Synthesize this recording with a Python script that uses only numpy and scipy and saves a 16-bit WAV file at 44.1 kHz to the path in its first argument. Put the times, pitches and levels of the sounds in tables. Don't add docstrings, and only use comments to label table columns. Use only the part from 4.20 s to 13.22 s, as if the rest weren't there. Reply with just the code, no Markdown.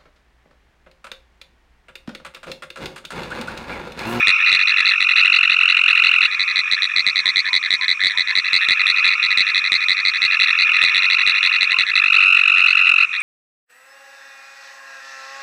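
import sys
import numpy as np
from scipy import signal
from scipy.fft import rfft, irfft
from scipy.io import wavfile
from scipy.ndimage import uniform_filter1d, minimum_filter1d

SR = 44100
rng = np.random.default_rng(int(sys.argv[2]) if len(sys.argv) > 2 else 0)


def wrap_up_sound(samples):
    columns = np.atleast_2d(samples).T
    tamed = np.clip(columns, -1, 1)
    steps = np.round(tamed * 32767).astype(np.int16)
    wavfile.write(sys.argv[1], SR, steps)


N = 397782

# start_s, clicks (count), middle_click_level_db, frog (name)
CLICK_BURSTS = [(.0065, 3, -22, "low"), (.0707, 4, -4, "near"), (.1909, 4, -22, "low"),
                (.2618, 4, -10, "reply"), (.3164, 5, -6, "near"), (.3821, 4, -23, "low"),
                (.3914, 4, -13, "reply"), (.4726, 4, -7, "near"), (.5022, 4, -25, "low"),
                (.5714, 4, -9.5, "reply"), (.6123, 4, -25, "low"), (.6559, 5, -6.5, "near"),
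                (.709, 2, -11, "reply"), (.7131, 4, -22, "low"), (.8047, 4, -8, "near"),
                (.8875, 4, -13, "reply"), (.9571, 4, -26, "low"), (.9634, 5, -7.5, "near"),
                (1.0475, 3, -12.5, "reply"), (1.1287, 5, -8.5, "near"), (1.2288, 3, -13, "reply"),
                (1.2917, 4, -30, "low"), (1.2965, 5, -10.5, "near"), (1.402, 3, -17, "reply"),
                (1.4879, 4, -9.5, "near"), (1.5675, 3, -16, "reply"), (1.679, 4, -9, "near"),
                (1.7579, 4, -16, "reply"), (1.8372, 5, -9, "near"), (1.9304, 3, -17, "reply"),
                (2.0165, 5, -9.5, "near"), (2.069, 3, -31, "low"), (2.113, 4, -16, "reply"),
                (2.1945, 4, -7, "near"), (2.2776, 4, -14, "reply"), (2.3025, 4, -30, "low"),
                (2.3581, 5, -7, "near"), (2.4665, 3, -29, "low"), (2.5129, 4, -5.4, "near"),
                (2.5669, 3, -21, "low"), (2.6205, 4, -6, "near"), (2.6886, 4, -27, "low"),
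                (2.7615, 5, -6, "near"), (2.8646, 4, -5, "near"), (2.9575, 5, -6.5, "near"),
                (3.0566, 5, -6, "near"), (3.1583, 5, -5, "near"), (3.2463, 4, -23, "low"),
                (3.2545, 4, -14.5, "reply"), (3.3303, 5, -5, "near"), (3.4271, 4, -14, "reply"),
                (3.4529, 4, -26, "low"), (3.5054, 5, -6, "near"), (3.6111, 4, -12.5, "reply"),
                (3.6254, 4, -25, "low"), (3.6807, 5, -6, "near"), (3.7936, 4, -21, "low"),
                (3.8045, 3, -12, "reply"), (3.836, 5, -5.5, "near"), (3.8971, 3, -13, "reply"),
                (3.9163, 4, -28, "low"), (3.9737, 5, -6.5, "near"), (4.0732, 4, -12.5, "reply"),
                (4.0897, 4, -23, "low"), (4.1531, 5, -6, "near"), (4.2453, 4, -15, "reply"),
                (4.2792, 4, -29, "low"), (4.3308, 5, -5, "near"), (4.4088, 4, -22, "low"),
                (4.4133, 4, -13, "reply"), (4.4859, 5, -5, "near"), (4.5609, 4, -26, "low"),
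                (4.5944, 3, -10.5, "reply"), (4.6673, 5, -6, "near"), (4.7619, 4, -12.5, "reply"),
                (4.8254, 4, -26, "low"), (4.844, 5, -7.5, "near"), (4.9035, 4, -11.5, "reply"),
                (5.0279, 4, -7, "near"), (5.105, 3, -9.5, "reply"), (5.1734, 5, -4.5, "near"),
                (5.2263, 4, -30, "low"), (5.2666, 4, -11.5, "reply"), (5.3456, 5, -6.5, "near"),
                (5.3973, 4, -30, "low"), (5.4405, 4, -11.5, "reply"), (5.5192, 5, -5.5, "near"),
                (5.6052, 4, -14, "reply"), (5.6839, 5, -6, "near"), (5.7684, 4, -14, "reply"),
                (5.7858, 4, -29, "low"), (5.8505, 5, -6, "near"), (5.936, 4, -13, "reply"),
                (5.9399, 4, -26, "low"), (6.0179, 5, -6, "near"), (6.1105, 4, -12.5, "reply"),
                (6.1224, 4, -22, "low"), (6.199, 5, -6, "near"), (6.2228, 4, -33, "low"),
                (6.272, 4, -11, "reply"), (6.3282, 4, -25, "low"), (6.3876, 5, -7, "near"),
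                (6.4563, 4, -24, "low"), (6.5349, 4, -13, "reply"), (6.5741, 4, -22, "low"),
                (6.6165, 5, -6, "near"), (6.6742, 3, -11, "reply"), (6.7038, 4, -26, "low"),
                (6.7457, 5, -6.5, "near"), (6.8215, 4, -10.5, "reply"), (6.9, 5, -7.5, "near"),
                (6.9846, 4, -12, "reply"), (7.0637, 5, -6.5, "near"), (7.1187, 4, -28, "low"),
                (7.149, 4, -13, "reply"), (7.2281, 5, -6.5, "near"), (7.3009, 3, -25, "low"),
                (7.3264, 4, -11, "reply"), (7.4086, 4, -6, "near"), (7.4831, 4, -27, "low"),
                (7.5071, 3, -9.5, "reply"), (7.5859, 4, -5, "near"), (7.6656, 4, -12.5, "reply"),
                (7.6815, 4, -25, "low"), (7.7542, 4, -6, "near"), (7.8152, 3, -22, "low"),
                (7.8373, 5, -19, "reply"), (7.931, 4, -10, "near"), (8.0031, 4, -17, "reply"),
                (8.1643, 4, -17, "reply"), (8.2781, 3, -18, "reply"), (8.361, 5, -18.5, "reply"),
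                (8.3617, 4, -31, "low"), (8.4727, 5, -12, "near"), (8.5649, 4, -32, "low"),
                (8.5705, 3, -15.5, "reply"), (8.6606, 4, -18.5, "reply"), (8.782, 5, -20, "reply"),
                (8.9296, 4, -17, "reply")]
CLICKING_FROGS = {"near": (1971.5, -3.5, 0, -4.5), "reply": (1962.5, 2, -1.5, -0.5),
                  "low": (1772, 9.5, -5.5, -3.5)}
# level_db, fade_60_db_s
CLICK_OVERTONES = [(-2.5, 0.015), (-1.5, 0.011), (-23.5, 0.0098), (-45, 0.034), (-42, 0.05)]
# pitch_ratio (times the pitch), level_db, fade_60_db_s
LOOSE_FOLDS = [(2.15, -4.5, 0.0075), (1.84, -1.5, 0.0067), (1.09, -7, 0.01)]
# first_pulse_s, middle_pulse_s, last_pulse_s, pulses (count), early_db, late_db, strongest_hz
TRILL_CALLS = [(.0224, .5214, 1.05, 49, -7, -4.5, 2630), (.0233, .1611, .3012, 13, -8, -10, 2600),
               (.9703, 1.5031, 2.0566, 49, -1, -1.5, 2700), (2.084, 2.5456, 2.9947, 43, -12, -14, 2460),
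               (3.0176, 3.4822, 3.9844, 45, -15, -18, 2370), (4.0186, 4.4438, 4.849, 39, -17, -9, 2540),
               (4.2037, 4.7442, 5.3023, 53, -12, -16, 2560), (4.5569, 4.9536, 5.3632, 37, -14, -12, 2570),
               (5.32, 5.7272, 6.1568, 41, -12, -14, 2480), (5.9922, 6.3087, 6.6376, 29, -9, -4, 2610),
               (6.6591, 7.1325, 7.636, 46, -8, -7, 2650), (7.8858, 8.3499, 8.8344, 43, -2, -2.5, 2690),
               (7.6973, 8.2681, 8.8479, 56, -2, -3, 2570), (8.8726, 8.9387, 9.005, 7, -11, -13, 2550)]
TRILL_OVERTONES_DB = [-20, -3.5, -25.5, -37.5, -49, -71, -51.5]
# time_s, level_db
FAR_TRILL_HEARD = [(0, -15), (.4, -22.5), (1.2, -24.5), (1.9, -20), (2.1, -24), (3.0, -30.5), (3.7, -33),
                   (4.3, -28), (4.9, -19), (5.4, -25.5), (6.1, -25), (6.5, -19), (7.0, -21.5), (7.6, -24.5),
                   (7.8, -37), (8.05, -32), (8.75, -42.5), (9.02, -22.5)]
# start_s, level_db, pitch_hz
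LOW_NOTES = [(3.034, -34.5, 1047), (3.275, -33.5, 1030), (3.5744, -34.5, 1044), (3.9242, -35, 1004),
             (4.0694, -34, 1030), (6.9648, -33.5, 1090), (7.239, -34.5, 1070), (7.5128, -31.5, 1068)]
# time_s, level_db
INSECT_BAND_HEARD = [(0, -44.5), (.6, -49), (1.8, -58.5), (2.4, -49.5), (4.0, -51), (4.7, -51),
                     (7.0, -47.5), (7.8, -57.5), (9.02, -60)]
# frequency_hz, relative_level_db (per Hz)
NIGHT_COLOUR = [(700, -39), (1100, -3.5), (1350, -6), (1650, -7.5), (2500, 3.5), (3300, -17), (4000, -20),
                (4900, -28.5), (5800, -17), (9500, -28)]
# delay_s, level_db
LEAF_WATER_ECHOES = [(.0045, -19), (.0065, -28), (0.012, -21.5), (0.02, -38)]

CLICK_GAP_S, GAP_GROWTH_S = 0.0101, 0.00042
CLICK_RISE_S = 0.0012
CLICK_SWEEP_PER_S = 1
BURST_PITCH_SPREAD = 0.012
BURST_GLIDE = 0.007
FUNDAMENTAL_GAIN_DB = 0.03
STUTTER_PITCH = 1.05
FOLD_SCATTER_TURNS = 0.12

PULSE_RISE_S, PULSE_FALL_S = 0.0023, 0.0019
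PULSE_SWEEP_PER_S = 24.3
FUNDAMENTAL_LAG_S, FUNDAMENTAL_STRETCH = 0.0018, 1.755
TRILL_START_DB, TRILL_SWELL_S = -13, 0.03
TRILL_WAVER_DB = 0.85

FAR_CLICKERS_DB = -38
LOW_CALL_FLUTTER = 0.85
INSECT_HZ, INSECT_WIDTH_HZ, INSECT_CHIRPS_PER_S = 5655, 440, 44
NIGHT_DB = -39.5
SCATTER_DB, SCATTER_T60_S = -10, 0.02

LOW_CUT_HZ, HIGH_CUT_HZ, SELF_NOISE_DB = 850, 10200, -60.5
TONE_DIP_HZ, TONE_DIP_WIDTH_HZ, TONE_DIP_SHARE = 4750, 610, 0.43
LIMIT, LIMIT_HOLD_S, LIMIT_SENSE_S = 0.63, 0.0013, 0.0026
LOPSIDED, CREST_OVERLOAD, TROUGH_OVERLOAD, HARDNESS = 0.0035, 0.78, 0.97, 6.57


def bursts(rows):
    events = []
    detune = 1 + BURST_PITCH_SPREAD * rng.standard_normal(len(rows))
    for (start_s, count, middle_db, frog), tune in zip(rows, detune):
        pitch_hz, fundamental_db, first_db, last_db = CLICKING_FROGS[frog]
        for k in range(round(count)):
            at = start_s + k * CLICK_GAP_S + k * (k - 1) / 2 * GAP_GROWTH_S
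            level_db = middle_db
            if k == 0:
                level_db += first_db
            elif k == round(count) - 1:
                level_db += last_db
            low_db = fundamental_db + FUNDAMENTAL_GAIN_DB * (k - 2)
            events.append((at, level_db, tune * pitch_hz * (1 + BURST_GLIDE * (k - 2)), low_db))
            if k >= 3:
                late = at + rng.uniform(0.002454, 0.0047)
                events.append((late, level_db - 2.5, STUTTER_PITCH * tune * pitch_hz, low_db))
    at, *columns = np.transpose(events)
    return clicks(at + 0.00015 * rng.standard_normal(len(at)), *columns)


def clicks(at_s, level_db, pitch_hz, fundamental_db):
    t = np.arange(900) / SR
    chance = rng.standard_normal((len(at_s), 1 + len(CLICK_OVERTONES)))
    pitch = pitch_hz * (1 + 0.018 * chance[:, 0])
    turns = pitch[:, None] * (t + CLICK_SWEEP_PER_S * t ** 2 / 2)
    tone = 0
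    for k, (harmonic_db, t60) in enumerate(CLICK_OVERTONES, 1):
        height_db = level_db + harmonic_db + 0.86 * chance[:, k]
        if k == 1:
            height_db = height_db + fundamental_db
        fading = from_db(height_db[:, None] - 60 * t / t60)
        tone = tone + fading * np.cos(2 * np.pi * k * turns)
    for ratio, fold_db, t60 in LOOSE_FOLDS:
        fading = from_db(level_db[:, None] + fold_db - 60 * t / t60)
        offset = 0.5 + FOLD_SCATTER_TURNS * rng.standard_normal((len(at_s), 1))
        tone = tone + fading * np.cos(2 * np.pi * (ratio * turns + offset))
    rise = 1 - np.exp(-(t / CLICK_RISE_S) ** 2)
    return place(at_s, t, 2.6 * tone * rise)


def trills():
    events = []
    for first, middle, last, count, early_db, late_db, pitch_hz in TRILL_CALLS:
        way = np.linspace(-1, 1, round(count))
        bend = (first + last) / 2 - middle
        at = middle + way * (last - first) / 2 + way ** 2 * bend
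        waver = 2 * uniform_filter1d(rng.standard_normal(len(way)), size=4)
        level_db = np.interp(at, [first, last], [early_db, late_db])
        level_db = level_db + TRILL_START_DB * np.exp(-(at - first) / TRILL_SWELL_S)
        events.append((at, level_db + TRILL_WAVER_DB * waver, pitch_hz + 0 * at))
    return pulses(*np.concatenate(events, axis=1))


def pulses(at_s, level_db, pitch_hz):
    t = np.arange(-450, 450) / SR
    chance = rng.standard_normal((len(at_s), 3))
    fundamental_hz = pitch_hz / 2 * (1 + 0.014 * chance[:, 0])
    turns = fundamental_hz[:, None] * (t + PULSE_SWEEP_PER_S * t ** 2 / 2) + chance[:, 1:2]
    low, *high = [from_db(db) * np.sin(2 * np.pi * k * turns)
                  for k, db in enumerate(TRILL_OVERTONES_DB, 1)]
    tone = low * swell((t - FUNDAMENTAL_LAG_S) / FUNDAMENTAL_STRETCH) + sum(high) * swell(t)
    return place(at_s, t, from_db(level_db + chance[:, 2])[:, None] * tone)


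def swell(t):
    return np.exp(-0.5 * (t / np.where(t < 0, PULSE_RISE_S, PULSE_FALL_S)) ** 2)


def far_chorus():
    period_s = rng.uniform(0.021, 0.024, (6, 1))
    pitch_hz = rng.uniform(2250, 2820, (6, 1))
    at = period_s * (np.arange(440) + rng.random((6, 1)))
    effort_db = 4.5 * np.sin(2 * np.pi * (at / 2.31 + rng.random((6, 1))))
    trillers = rms_one(pulses(at.ravel(), effort_db.ravel(), (pitch_hz + 0 * at).ravel()))
    starts = np.arange(0, N / SR, 0.07)
    starts = starts + 0.048 * rng.standard_normal(len(starts))
    clickers = rms_one(bursts([(s, 4, 0, "low") for s in starts]))
    chorus = from_db(over_time(FAR_TRILL_HEARD)) * trillers + from_db(FAR_CLICKERS_DB) * clickers
    return from_db(-4) * chorus + from_db(-4) * scatter(chorus, 0.04)


def low_caller():
    at, level_db, pitch_hz = np.transpose(LOW_NOTES)
    t = np.arange(4000) / SR
    flutter = 20 * uniform_filter1d(rng.standard_normal((len(at), len(t))), size=400)
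    shape = np.sin(np.pi * t / t[-1]) * (1 + LOW_CALL_FLUTTER * flutter)
    turns = pitch_hz[:, None] * (0.97 * t + 0.6 * t ** 2 / 2)
    call = place(at, t, from_db(level_db)[:, None] * shape * np.sin(2 * np.pi * turns))
    return from_db(-1) * call + from_db(-8.5) * scatter(call, 0.029)


def insects():
    unevenness = rms_one(uniform_filter1d(rng.standard_normal(N), 2000))
    turns = np.cumsum(INSECT_CHIRPS_PER_S * (1 + 0.32 * unevenness)) / SR
    chopped = rng.standard_normal(N) * (1 + 0.6 * np.sin(2 * np.pi * turns))
    edges = [INSECT_HZ - INSECT_WIDTH_HZ / 2, INSECT_HZ + INSECT_WIDTH_HZ / 2]
    band = signal.sosfilt(signal.butter(2, edges, "band", fs=SR, output="sos"), chopped)
    return from_db(over_time(INSECT_BAND_HEARD)) * rms_one(band)


def night():
    hz = np.maximum(np.arange(N // 2 + 1) * SR / N, 1)
    colour_hz, colour_db = np.transpose(NIGHT_COLOUR)
    colour = from_db(np.interp(np.log(hz), np.log(colour_hz), colour_db))
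    return from_db(NIGHT_DB) * rms_one(irfft(rfft(rng.standard_normal(N)) * colour, N))


def scatter(x, t60):
    t = np.arange(int(t60 * SR)) / SR
    tail = rng.standard_normal(len(t)) * from_db(-60 * t / t60) * np.minimum(t / 0.0092, 1)
    return signal.fftconvolve(x, tail / np.sqrt(np.sum(tail ** 2)))[:N]


def place(at_s, t, grains):
    index = np.round((np.asarray(at_s)[:, None] + t) * SR).astype(int)
    inside = (index >= 0) & (index < N)
    return np.bincount(index[inside], grains[inside], N)


def over_time(rows):
    time_s, level = np.transpose(rows)
    return np.interp(np.arange(N) / SR, time_s, level)


def from_db(db):
    return 10 ** (np.asarray(db) / 20)


def rms_one(x):
    return x / np.sqrt(np.mean(x ** 2) + 1e-20)


def scene():
    near = bursts(CLICK_BURSTS) + trills()
    echoes = sum(from_db(db) * np.roll(near, round(s * SR)) for s, db in LEAF_WATER_ECHOES)
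    near = near + echoes + from_db(SCATTER_DB) * scatter(near, SCATTER_T60_S)
    return (near + far_chorus() + low_caller() + insects() + night())[None]


def limiter(x):
    level = np.pi / 2 * uniform_filter1d(np.abs(x), size=max(round(LIMIT_SENSE_S * SR), 3))
    size = max(round(LIMIT_HOLD_S * SR), 3)
    wanted = np.minimum(1, LIMIT / (level + 1e-9))
    return x * uniform_filter1d(minimum_filter1d(wanted, size=size), size=size)


def record(dry):
    x = signal.sosfiltfilt(signal.butter(4, LOW_CUT_HZ, "high", fs=SR, output="sos"), dry)
    dip_band = signal.lfilter(*signal.iirpeak(TONE_DIP_HZ, TONE_DIP_HZ / TONE_DIP_WIDTH_HZ, fs=SR), x)
    x = limiter(x - TONE_DIP_SHARE * dip_band)
    x = x - LOPSIDED * x ** 2
    ceiling = np.where(x > 0, CREST_OVERLOAD, TROUGH_OVERLOAD)
    x = x / (1 + (np.abs(x) / ceiling) ** HARDNESS) ** (1 / HARDNESS)
    hiss = signal.lfilter([1], [1, -0.9], rng.standard_normal(x.shape))
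    x = x + from_db(SELF_NOISE_DB) * rms_one(hiss)
    x = signal.sosfilt(signal.cheby2(10, 30, HIGH_CUT_HZ, fs=SR, output="sos"), x)
    return signal.sosfilt(signal.cheby2(12, 60, 1.15 * HIGH_CUT_HZ, fs=SR, output="sos"), x)


dry = scene()
out = record(dry)
wrap_up_sound(out)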